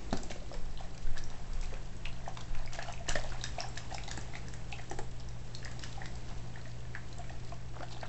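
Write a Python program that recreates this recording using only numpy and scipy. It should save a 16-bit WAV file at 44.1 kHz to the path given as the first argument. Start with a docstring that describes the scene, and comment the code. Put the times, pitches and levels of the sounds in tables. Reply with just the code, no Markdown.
"""A large dog eats wet food from a steel bowl on a stand in a tiled kitchen, near a small camera.
Tongue, lips, teeth and kibble are short gliding tones with puffs of coloured noise; saliva is random
bubbles and hiss shaped by mouth resonances. The bowl rings faintly and decaying noise tails are the tiles.
Behind: jolts set the floor swaying as the dog shifts its weight, a refrigerator hums on drifting sines,
and filtered noise makes the room tone, a dull late-swelling rustle and a floor tremor."""
import sys
import numpy as np
from scipy import signal
from scipy.fft import rfft, irfft, next_fast_len
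from scipy.io import wavfile
from scipy.ndimage import map_coordinates

SR = 44100
rng = np.random.default_rng(int(sys.argv[2]) if len(sys.argv) > 2 else 0)


def inscribe(sig):
    """Save sig as 16-bit PCM at rate SR to the path in sys.argv[1].

    A 1-D sig is mono; a 2-D sig holds one channel per row.
    Samples are clipped to [-1, 1] before scaling.
    """
    pcm = np.round(np.clip(np.atleast_2d(sig).T, -1, 1) * 32767)
    wavfile.write(sys.argv[1], SR, pcm.astype(np.int16))


N = 356328


def amp(db):
    """Gain of a level in dB."""
    return 10 ** (np.asarray(db) / 20)


def unit(x):
    """x scaled to rms 1."""
    return x / np.sqrt(np.mean(x ** 2) + 1e-20)


def along(points, f_hz):
    """(f/Hz, value) points interpolated on a log frequency axis."""
    point_hz, value = np.transpose(points)
    return np.interp(np.log(f_hz + 1), np.log(point_hz + 1), value)


def wobble(knots_per_s):
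    """Smooth random curve through unit-variance knots."""
    knots = rng.standard_normal(int(N * knots_per_s / SR) + 4)
    return map_coordinates(knots, [np.arange(N) * knots_per_s / SR])


def filtered(x, response):
    """x times a complex response of frequency."""
    size = next_fast_len(N + SR // 2)
    return irfft(rfft(x, size) * response(np.fft.rfftfreq(size, 1 / SR)), size)[:N]


def resonances(modes):
    """Summed response of (f/Hz, width/Hz, level/dB) band-pass modes of alternating sign."""
    def response(f):
        total = 0
        for k, (f0, width, db) in enumerate(modes):
            total = total + (-1) ** k * amp(db) * 1j * f * width / (f0 * f0 - f * f + 1j * f * width)
        return total
    return response


def noise(spectrum):
    """Noise of rms 1, coloured by (f/Hz, level/dB) points."""
    return unit(filtered(rng.standard_normal(N), lambda f: amp(along(spectrum, f))))


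def pops(t_s, db, f_hz, cycles, rise, size):
    """Short tones that swell, glide slightly up as the pocket closes and die within some cycles."""
    t = np.arange(size) / SR
    u = t * (f_hz / cycles)[:, None]
    shape = np.e * 2 * u * np.exp(-2 * u)  # peak 1
    glide = 1 + rise * (np.minimum(u, 2) - .5)
    tone = np.sin(2 * np.pi * f_hz[:, None] * t * glide)
    at = np.round(t_s * SR).astype(int)[:, None] + np.arange(size)
    return np.bincount(at.ravel(), (amp(db)[:, None] * shape * tone).ravel(), N + size)[:N]


CREST_DB = 4  # peak of a puff over its rms


def bursts(t_s, db, f_hz, t60_s, spread_oct):
    """Puffs of lumpy noise, each coloured around its own pitch, with a fainter, longer after-rustle."""
    t = np.arange(4400) / SR
    f = np.fft.rfftfreq(len(t), 1 / SR) + 1
    out = np.zeros(N + len(t))
    decay = amp(-60 * t / t60_s) + amp(-19.0 - 60 * t / (7 * t60_s))
    fade = decay * t / (t + 0.00041) * (1 - t / t[-1])
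    grits = rng.standard_normal((len(t_s), len(t)))
    for start, level, centre, grit in zip(t_s, db, f_hz, grits):
        colour = (1 + (np.log2(f / centre) / spread_oct) ** 2) ** 1.1
        grit = unit(irfft(rfft(grit) / colour, len(t)))
        out[round(start * SR):][:len(t)] += amp(level - CREST_DB) * fade * grit
    return out[:N] * amp(2.5 * wobble(500))


# Air pockets under the tongue: [t/s, level/dB, f/Hz, length/cycles]
PLOPS = [(0.128, -25.5, 680, 1.5), (0.234, -44, 736, 3.5), (0.306, -36, 640, 1.4), (0.358, -39.5, 537, 2.1),
         (0.419, -44, 575, 3), (0.515, -37, 636, 1.7), (0.531, -41.5, 564, 3), (0.807, -38.5, 735, 2.7),
         (1.339, -46, 745, 2.1), (1.733, -44.5, 540, 4.2), (2.278, -31, 734, 2), (2.787, -30.5, 690, 1.9),
         (2.82, -43, 760, 4.7), (2.886, -36.5, 780, 2.7), (2.897, -38, 710, 2.2), (3.004, -42, 675, 6.9),
         (3.088, -41, 660, 2.5), (3.155, -26, 610, 2.6), (3.167, -32.5, 610, 4.1), (3.245, -38, 617, 2.5),
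         (3.583, -30, 698, 3.2), (3.599, -46, 690, 5.5), (3.643, -38.5, 760, 5.1), (3.915, -42, 790, 3.9),
         (3.924, -34.5, 745, 2.7), (3.946, -33.5, 786, 2.7), (4.041, -46, 760, 3.2), (4.08, -40, 804, 4),
         (4.176, -40, 825, 2.9), (4.354, -44.5, 790, 4.6), (4.727, -41, 780, 4.5), (4.794, -44, 705, 3),
         (4.913, -32, 786, 3.3), (4.989, -34.5, 803, 2.9), (5.975, -41, 784, 6.4), (6.017, -39, 780, 2.9),
         (6.666, -49, 662, 6.5), (7.19, -43.5, 687, 9), (7.304, -41.5, 710, 2.8), (7.521, -40.5, 682, 6.3),
         (7.806, -39.5, 570, 3.4), (7.82, -41, 774, 2.8), (7.829, -36.5, 700, 3.8), (7.967, -47, 780, 4),
         (8.031, -30, 733, 1.6)]


def tongue():
    """Air pockets close under the tongue as low plops."""
    return pops(*np.transpose(PLOPS), rise=0.0047, size=1500)


# Lips parting: [t/s, level/dB, f/Hz, length/cycles, splash re smack/dB]
SMACKS = [(0.128, -36, 1310, 1.5, 2), (0.171, -43, 1490, 4.3, 5), (0.3, -45, 2730, 2.5, 11.5),
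          (0.315, -39.5, 2250, 2.8, 7), (0.514, -45, 1180, 3.2, -8), (0.5404, -46, 1720, 6.5, 9),
          (0.7746, -41.5, 3030, 3.4, -16), (1.07, -44.5, 1490, 2.9, 4), (1.17, -41.5, 1730, 8, 6),
          (1.7392, -46, 2330, 3.4, 7.5), (1.768, -50, 1610, 7, -8), (2.0556, -29, 2620, 3.6, -2),
          (2.262, -43.5, 1830, 4.1, -14), (2.3717, -36, 1220, 2.2, 9), (2.55, -36.5, 2470, 2, -6),
          (2.6756, -39.5, 2230, 5.5, -18), (2.724, -38, 1600, 2, 2), (2.7889, -37.5, 1690, 11, 3.5),
          (2.8203, -40, 1780, 4.3, -16), (2.859, -48.5, 1430, 6.4, 7), (2.8848, -41.5, 2940, 5.4, -4),
          (2.898, -41, 1710, 2.8, 3), (2.937, -40.5, 2500, 4.1, -1), (2.9778, -40, 2480, 2.8, -26),
          (3.0677, -50, 1800, 3.3, -19), (3.083, -35, 1720, 4, 4), (3.09, -31, 2900, 7.3, 1.5),
          (3.1068, -31.5, 1630, 3.7, 3), (3.118, -36, 1650, 6.6, -9), (3.155, -29, 1770, 5.3, 8),
          (3.321, -43.5, 1400, 3.8, 10), (3.439, -36, 1675, 5.9, 5), (3.4604, -42, 1730, 3.7, -9),
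          (3.5876, -35, 2440, 3.6, -3), (3.604, -39, 2500, 4, -12), (3.61, -37, 1880, 3.5, -8),
          (3.637, -40, 1670, 4.4, -14), (3.7732, -34, 1730, 4.9, -1), (3.913, -44, 1870, 7.5, -6),
          (3.982, -34.5, 2280, 2.5, 0), (4.0791, -43.5, 2020, 7.1, -7), (4.1128, -38.5, 1740, 6.7, -7),
          (4.1765, -34.5, 1740, 2.6, -20), (4.3367, -40, 1980, 4.5, 2), (4.354, -33, 2030, 3.8, -3),
          (4.3694, -50, 2160, 4.4, -13), (4.4822, -46.5, 1670, 3.6, 0), (4.5377, -40.5, 1740, 2.4, -6),
          (4.7263, -30.5, 2580, 3.5, -8), (4.741, -44, 2600, 5.1, -8), (4.787, -39.5, 1970, 3.1, -1),
          (4.796, -40, 1880, 3.2, -2), (4.818, -49, 1500, 4, 5), (4.9121, -37, 1830, 3.3, -14),
          (4.9875, -39.5, 1620, 3.1, 3), (5.628, -42.5, 1740, 4.8, 2), (5.656, -34.5, 1870, 4, -10),
          (5.677, -45, 1750, 5.5, 3), (5.714, -46.5, 1750, 2.2, 9), (5.835, -40, 2960, 11, 0),
          (5.837, -36.5, 1730, 2.5, 2.5), (6.018, -34, 1860, 4.1, -15), (6.0565, -40.5, 1820, 2.7, 7.5),
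          (6.558, -38.5, 1800, 4.2, -7.5), (6.6552, -45.5, 1820, 6.4, -3), (6.852, -47, 1680, 3.7, 2),
          (6.9505, -29, 1725, 3.4, -5.5), (6.9649, -49, 1720, 3.2, -9), (7.241, -48, 2250, 3.5, 6),
          (7.2945, -44, 1830, 6.9, 1), (7.296, -46, 2580, 3.6, -2), (7.52, -48, 2400, 4, -6),
          (7.521, -41.5, 1074, 4.3, -3), (7.766, -44, 1260, 3, -5), (7.807, -39.5, 1370, 2.3, 3),
          (7.83, -37.5, 1440, 2.7, 4.5), (7.968, -45, 3220, 3.5, -9), (8.031, -43, 1580, 12, 4)]
DROOL_DB = -20  # re smack


def lips():
    """Parting lips pop, splash spit and leave a ragged sputter near the pitch of the smack."""
    t_s, db, f_hz, cycles, splash_db = np.transpose(SMACKS)
    smacks = pops(t_s, db, f_hz, cycles, rise=0.0056, size=700)
    splash = bursts(t_s, db + splash_db, 0.95 * f_hz, 0.017, spread_oct=0.94)
    drool = bursts(t_s, db + DROOL_DB, 1.06 * f_hz, 0.18, spread_oct=0.22) * amp(5 * wobble(150))
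    return smacks + splash + drool


# Kibble on teeth and steel: [t/s, level/dB, f/Hz, crack re ring/dB]
TICKS = [(0.1095, -42, 3650, 3), (0.1287, -33.5, 4100, 4), (0.171, -34.5, 4770, 5.5),
         (0.232, -38, 7100, 11.5), (0.304, -46, 6560, 2), (0.3117, -37, 5900, -7), (0.529, -44.5, 5000, -1),
         (0.54, -41, 5100, 0), (0.7745, -41.5, 3920, -10), (1.178, -41.5, 3560, 7.5),
         (1.2388, -36, 5530, -3), (1.301, -49, 3580, 8), (1.5332, -45.5, 4560, 6),
         (1.6114, -46.5, 4650, 10.5), (1.6366, -44, 5240, 7), (1.657, -46, 3950, 1), (1.967, -46, 6800, 7),
         (2.0521, -41, 3480, -4), (2.129, -46, 4000, -2), (2.2845, -42, 6000, -2), (2.3716, -41, 3530, -12),
         (2.66, -39.5, 4880, -4), (2.7326, -36.5, 5160, 10.5), (2.826, -37.5, 4250, 3),
         (2.9244, -37.5, 6040, 3), (3.088, -32, 6900, 9), (3.0913, -26.5, 5560, 9), (3.1533, -35, 5000, 2),
         (3.4131, -34, 3760, -12), (3.4388, -33.5, 3800, 13), (3.605, -23.5, 5300, -15),
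         (3.618, -37, 5530, -5), (3.688, -38, 7430, -1), (3.758, -45.5, 4080, 5),
         (3.7758, -37.5, 3800, 11.5), (3.927, -46, 4320, -2), (3.9456, -33.5, 5000, 7),
         (4.036, -42.5, 3550, 7), (4.078, -39.5, 3640, 5.5), (4.088, -37, 4080, 0),
         (4.113, -38.5, 4440, 13), (4.1741, -36, 7300, 11.5), (4.2125, -41, 5950, 2),
         (4.352, -44, 3650, -3), (4.484, -43.5, 5500, 8), (4.5375, -38.5, 6900, 10.5),
         (4.7251, -39.5, 3890, -12), (4.8991, -36, 5770, -2), (4.9127, -35, 7640, 8),
         (4.9874, -40.5, 7300, 16.5), (5.199, -41.5, 5100, 1), (5.2873, -42, 5500, 3),
         (5.5493, -32, 4100, 2.5), (5.6486, -36.5, 4950, 5.5), (5.715, -43, 6650, 3),
         (5.793, -42.5, 3910, 7.5), (5.824, -45, 3800, 0), (5.837, -36.5, 4950, 9),
         (6.0575, -42, 3470, 7.5), (6.155, -43.5, 4630, 5), (6.614, -47.5, 4180, -1),
         (7.1279, -42.5, 3980, -3), (7.184, -39.5, 7430, 7), (7.448, -55, 3980, 12),
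         (7.8272, -47, 4400, -2), (7.892, -52, 5070, -2), (7.9253, -43, 4100, 6), (8.003, -50, 4500, -3),
         (8.0118, -41.5, 4250, -5)]
# Air between muzzle and bowl: [f/Hz, width/Hz, level/dB]
HOLLOW = [(1750, 140, -8.5), (3750, 170, 8.5), (5260, 400, -9), (7420, 500, 7)]


def ticks():
    """A hard contact: a brief high ring and a broad crack that also rings the hollow of the bowl."""
    t_s, db, f_hz, crack_db = np.transpose(TICKS)
    ring = pops(t_s, db, f_hz, np.full(len(t_s), 5.), rise=0.02, size=300)
    crack = bursts(t_s, db + crack_db, 1.36 * f_hz, 0.013, spread_oct=1.0)
    return ring + crack + filtered(crack, resonances(HOLLOW))


# Jaw squeezing wet food: [t/s, squelch level/dB, fizz level/dB, t60/s]
CHEWS = [(0.14, -65, -68, 1.05), (0.31, -66, -55.5, 0.38), (0.55, -61, -58, 0.26), (0.8, -56, -59.5, 0.63),
         (1.169, -51, -53.5, 0.18), (1.32, -55, -77, 0.48), (1.63, -58, -54.5, 0.3), (1.73, -54, -64, 0.27),
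         (2.06, -57, -62.5, 1.5), (2.281, -51, -52.5, 0.12), (2.38, -56.5, -61.5, 1.4),
         (2.55, -52, -58.5, 0.83), (2.74, -52, -50, 1.06), (2.8, -48.5, -63, .3), (2.89, -45, -57, 0.17),
         (3.092, -43.5, -42, 0.36), (3.16, -50, -53, 1.7), (3.33, -52.5, -53, 0.24), (3.44, -56, -48, 0.26),
         (3.601, -47.5, -48, 0.3), (3.78, -53.5, -52.5, 0.36), (3.92, -52.5, -54, 0.65),
         (4.11, -52, -53, 0.83), (4.359, -57, -55, 0.32), (4.73, -67, -58.5, 0.94), (5.65, -54, -66, 0.87),
         (5.84, -58.5, -50, 0.41), (6.019, -50.5, -61, 0.2), (6.27, -54.5, -60, 0.53), (6.56, -57, -66, .4),
         (6.66, -62, -61, 0.64), (6.96, -50, -71, 0.23), (7.2, -57, -63, 0.23), (7.3, -64, -72, 0.17),
         (7.76, -51.5, -59, 0.42), (7.83, -64, -56.5, 0.28), (7.92, -54, -55, 0.35),
         (8.031, -46.5, -55, 0.24)]
SQUEEZE_S = 0.11  # time to climb 60 dB
IDLE_SQUELCH_DB, IDLE_FIZZ_DB = -65.5, -66.5  # floor under the chews


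def chewing():
    """Gains of squelch and fizz: each chew climbs and drains exponentially; powers add."""
    t = np.arange(N) / SR
    power = amp([[IDLE_SQUELCH_DB], [IDLE_FIZZ_DB]]) ** 2 * np.ones(N)
    for start, squelch_db, fizz_db, t60_s in CHEWS:
        fall_db = -60 * np.where(t < start, (start - t) / SQUEEZE_S, (t - start) / t60_s)
        power = power + amp([[squelch_db], [fizz_db]]) ** 2 * amp(2 * fall_db)
    return np.sqrt(power)


# Mouth cavity and bowl air: [f/Hz, width/Hz, level/dB]
MOUTH = [(664, 210, 3), (1930, 640, -0.5), (2570, 1220, -1), (5000, 7300, -7.5)]


def saliva():
    """Tiny bubbles burst at random in the mouth's resonances; above them a finer fizz."""
    squelch_gain, fizz_gain = chewing()
    when, pitch, size = rng.random((3, 6000))
    bubble_db = -2.2 * np.log(size + 0.028)
    bubble_hz = 2600 * 2 ** (3.2 * (pitch - .5))
    bubbles = pops(when * (N - 1) / SR, bubble_db, bubble_hz, np.full(len(when), 2.2), rise=0.091, size=300)
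    hiss = amp(-2.5 + 3.1 * wobble(40)) * rng.standard_normal(N)
    spit = unit(bubbles) + hiss
    mouth = resonances(MOUTH)
    squelch = unit(filtered(spit, lambda f: mouth(f) ** 2 / (1 + (f / 3000) ** 4)))
    ragged = spit * amp(5.6 * wobble(150))
    fizz = unit(filtered(ragged, lambda f: mouth(f) / (1 + (3000 / (f + 1)) ** 4)))
    return squelch_gain * squelch + fizz_gain * fizz


CRUMBS_PER_S, CRUMB_DB = 700, -5  # level re fizz


def crumbs():
    """Kibble fragments break as dry cracks of many pitches that follow the fizz gain of the jaw."""
    when, pitch, size = rng.random((int(CRUMBS_PER_S * N / SR), 3)).T
    crack_db = -4.5 * np.log(size + 0.0043)
    crack_hz = 3300 * 2 ** (2.6 * (pitch - .5))
    cracks = pops(when * (N - 1) / SR, crack_db, crack_hz, np.full(len(when), 3.), rise=0.031, size=200)
    return amp(CRUMB_DB) * chewing()[1] * unit(cracks)


# Muzzle bumping the bowl on its stand: [t/s, level/dB, f/Hz, length/cycles]
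THUDS = [(0.127, -30, 227, 1.1), (0.14, -42.5, 395, 4), (0.305, -44, 227, 3.1), (0.353, -48.5, 333, 3.9),
         (0.539, -48, 477, 11), (1.728, -43, 187, 1.1), (3.085, -40, 180, 1.3), (3.154, -44, 163, 2.6),
         (4.174, -44.5, 174, 3), (4.911, -39, 360, 2.5), (4.928, -45, 306, 1.7), (4.988, -40.5, 393, 3.2),
         (5.004, -55, 460, 8.4), (7.798, -48, 168, 2.7)]


def bowl():
    """Food damps the steel: a bump is a dull thud of a few cycles with a puff of noise."""
    t_s, db, f_hz, cycles = np.transpose(THUDS)
    thuds = pops(t_s, db, f_hz, cycles, rise=0.0033, size=3000)
    return thuds + bursts(t_s, db + 4.5, 1.25 * f_hz, 0.063, spread_oct=0.88)


# Faint ring of the bowl: [f/Hz, width/Hz, level/dB]
STEEL = [(723, 80, -14), (1910, 6.4, -13.5), (2580, 38, -9.5), (3750, 11, -8.5), (4930, 16, -12.5),
         (6330, 50, -9)]
WET_DRIVE_DB, HARD_DRIVE_DB = -1.0, 2  # hard contacts drive the steel more


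def steel(wet, hard):
    """Every sound over the bowl drives its steel modes a little."""
    return filtered(amp(WET_DRIVE_DB) * wet + amp(HARD_DRIVE_DB) * hard, resonances(STEEL))


# Reverberation of the kitchen: [f/Hz, t60/s]
KITCHEN = [(300, 0.27), (1500, 0.28), (4000, 0.29), (8000, 0.39)]


def kitchen(x):
    """Tiles and cupboards answer 5 ms late; the head moves, so each quarter second meets a new tail."""
    out, step = np.zeros(N + SR), SR // 4
    for start in range(0, N, step):
        f, t, z = signal.stft(rng.standard_normal(SR // 3), SR, nperseg=256)
        decay = amp(-60 * t / along(KITCHEN, f)[:, None])
        tail = signal.istft(z * decay, SR, nperseg=256)[1]
        answer = signal.fftconvolve(x[start:start + step], tail / np.linalg.norm(tail))
        out[start + 220:][:len(answer)] += answer
    return out[:N]


# Dog shifting its weight: [t/s, level/dB]
JOLTS = [(0.105, -27), (0.56, -26), (1.045, -26.5), (1.49, -27.5), (2.037, -35.5), (2.503, -28.5),
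         (3.089, -27), (3.84, -46), (4.94, -42.5)]
# Floor modes under the camera: [f/Hz, level re jolt/dB, t60/s]
BOARDS = [(12.33, 5, 0.9), (16.52, -8.5, 1.5), (23.4, -8.5, 1.7)]
SHOVE_S, SCATTER_DB = 0.019, 3.8  # onset time constant; random spread of each mode's level


def sway():
    """Each jolt sets the floor's damped modes swinging for a few cycles."""
    t = np.arange(2 * SR) / SR
    out = np.zeros(N + len(t))
    scatters = rng.normal(0, SCATTER_DB, (len(JOLTS), len(BOARDS)))
    for (start, db), scatter in zip(JOLTS, scatters):
        swing = np.zeros(len(t))
        for (f_hz, mode_db, t60_s), offset_db in zip(BOARDS, scatter):
            swing += amp(mode_db + offset_db - 60 * t / t60_s) * np.sin(2 * np.pi * f_hz * t)
        out[round(start * SR):][:len(t)] += amp(db) * (1 - np.exp(-t / SHOVE_S)) * swing
    return out[:N]


# Unsteady motor tones: [f/Hz, frequency drift/Hz, rms level/dB]
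MOTOR = [(58.4, 3.47, -53.5), (171.9, 3.01, -59)]
HUM_HZ, HUM_DB = 119.5, -48.5  # settled rms level
HUM_SHORT_DB, HUM_SETTLE_S = 11.5, 1.48  # initial shortfall and its time constant


def refrigerator():
    """A hum that grows into its level, and two tones fuzzy from random frequency drift."""
    t = np.arange(N) / SR
    hum_db = HUM_DB - HUM_SHORT_DB * np.exp(-t / HUM_SETTLE_S) + 0.32 * wobble(5)
    out = np.sqrt(2) * amp(hum_db) * np.sin(2 * np.pi * HUM_HZ * t)
    for f_hz, drift_hz, db in MOTOR:
        phase = 2 * np.pi * np.cumsum(f_hz + drift_hz * wobble(8)) / SR
        out = out + np.sqrt(2) * amp(db + 1.6 * wobble(7)) * np.sin(phase)
    return out


# Rustle level: [t/s, level/dB]
DRONE = [(0, -58.5), (1, -67), (5.3, -67.5), (6, -65), (7.2, -63), (8.08, -60)]
# Rustle colour: [f/Hz, relative level/dB]
DULL = [(120, -38), (230, -5.5), (340, 2), (480, -4.5), (900, -41)]


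def rustle():
    """Dull low-mid noise that flutters and swells late."""
    level_db = np.interp(np.arange(N) / SR, *np.transpose(DRONE)) + 3 * wobble(12)
    return amp(level_db) * noise(DULL)


# Colour of room tone and microphone hiss: [f/Hz, relative level/dB]
AIR = [(14, -26.5), (24, -5.5), (34, -7), (49, -6.5), (76, -12.5), (131, -16), (262, -23.5), (548, -27),
       (702, -27), (1360, -35), (1750, -34.5), (3310, -39), (7290, -42), (8040, -38.5), (8660, -68),
       (11300, -103), (19100, -120)]
AIR_DB = -48.5


def room_tone():
    """Room rumble and hiss: coloured noise of slightly wandering level."""
    return amp(AIR_DB + 1.48 * wobble(2.06)) * noise(AIR)


# Colour of the floor tremor: [f/Hz, relative level/dB]
FLOOR = [(2, -51.5), (5, -21), (7, -12), (12, 7), (16, -7), (21, -12.5), (28, -12.5), (40, -37.5),
         (70, -120)]
TREMOR_DB = -47.5


def tremor():
    """The floor trembles faintly: very low noise of wandering level."""
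    return amp(TREMOR_DB + 2.0 * wobble(2)) * noise(FLOOR)


def scene():
    """The dog close by, its echo, and the kitchen's background."""
    wet = tongue() + lips() + bowl() + saliva()
    hard = ticks() + crumbs()
    near = wet + hard + steel(wet, hard)
    echo = amp(-6.0) * kitchen(near)
    background = sway() + refrigerator() + rustle() + room_tone() + tremor()
    return (near + echo + background)[None]


TOP_HZ, OFFSET = 8780, -.0109  # band limit; DC


def record(dry):
    """The camera rolls off near its band limit, keeps nothing above and adds a small offset."""
    def response(f):
        rolloff_db = -40 * np.clip((f - 7700) / 1150, 0, 1) ** 1.26
        return amp(rolloff_db) * (f < TOP_HZ)
    return (filtered(dry[0], response) + OFFSET)[None]


dry = scene()
out = record(dry)
inscribe(out)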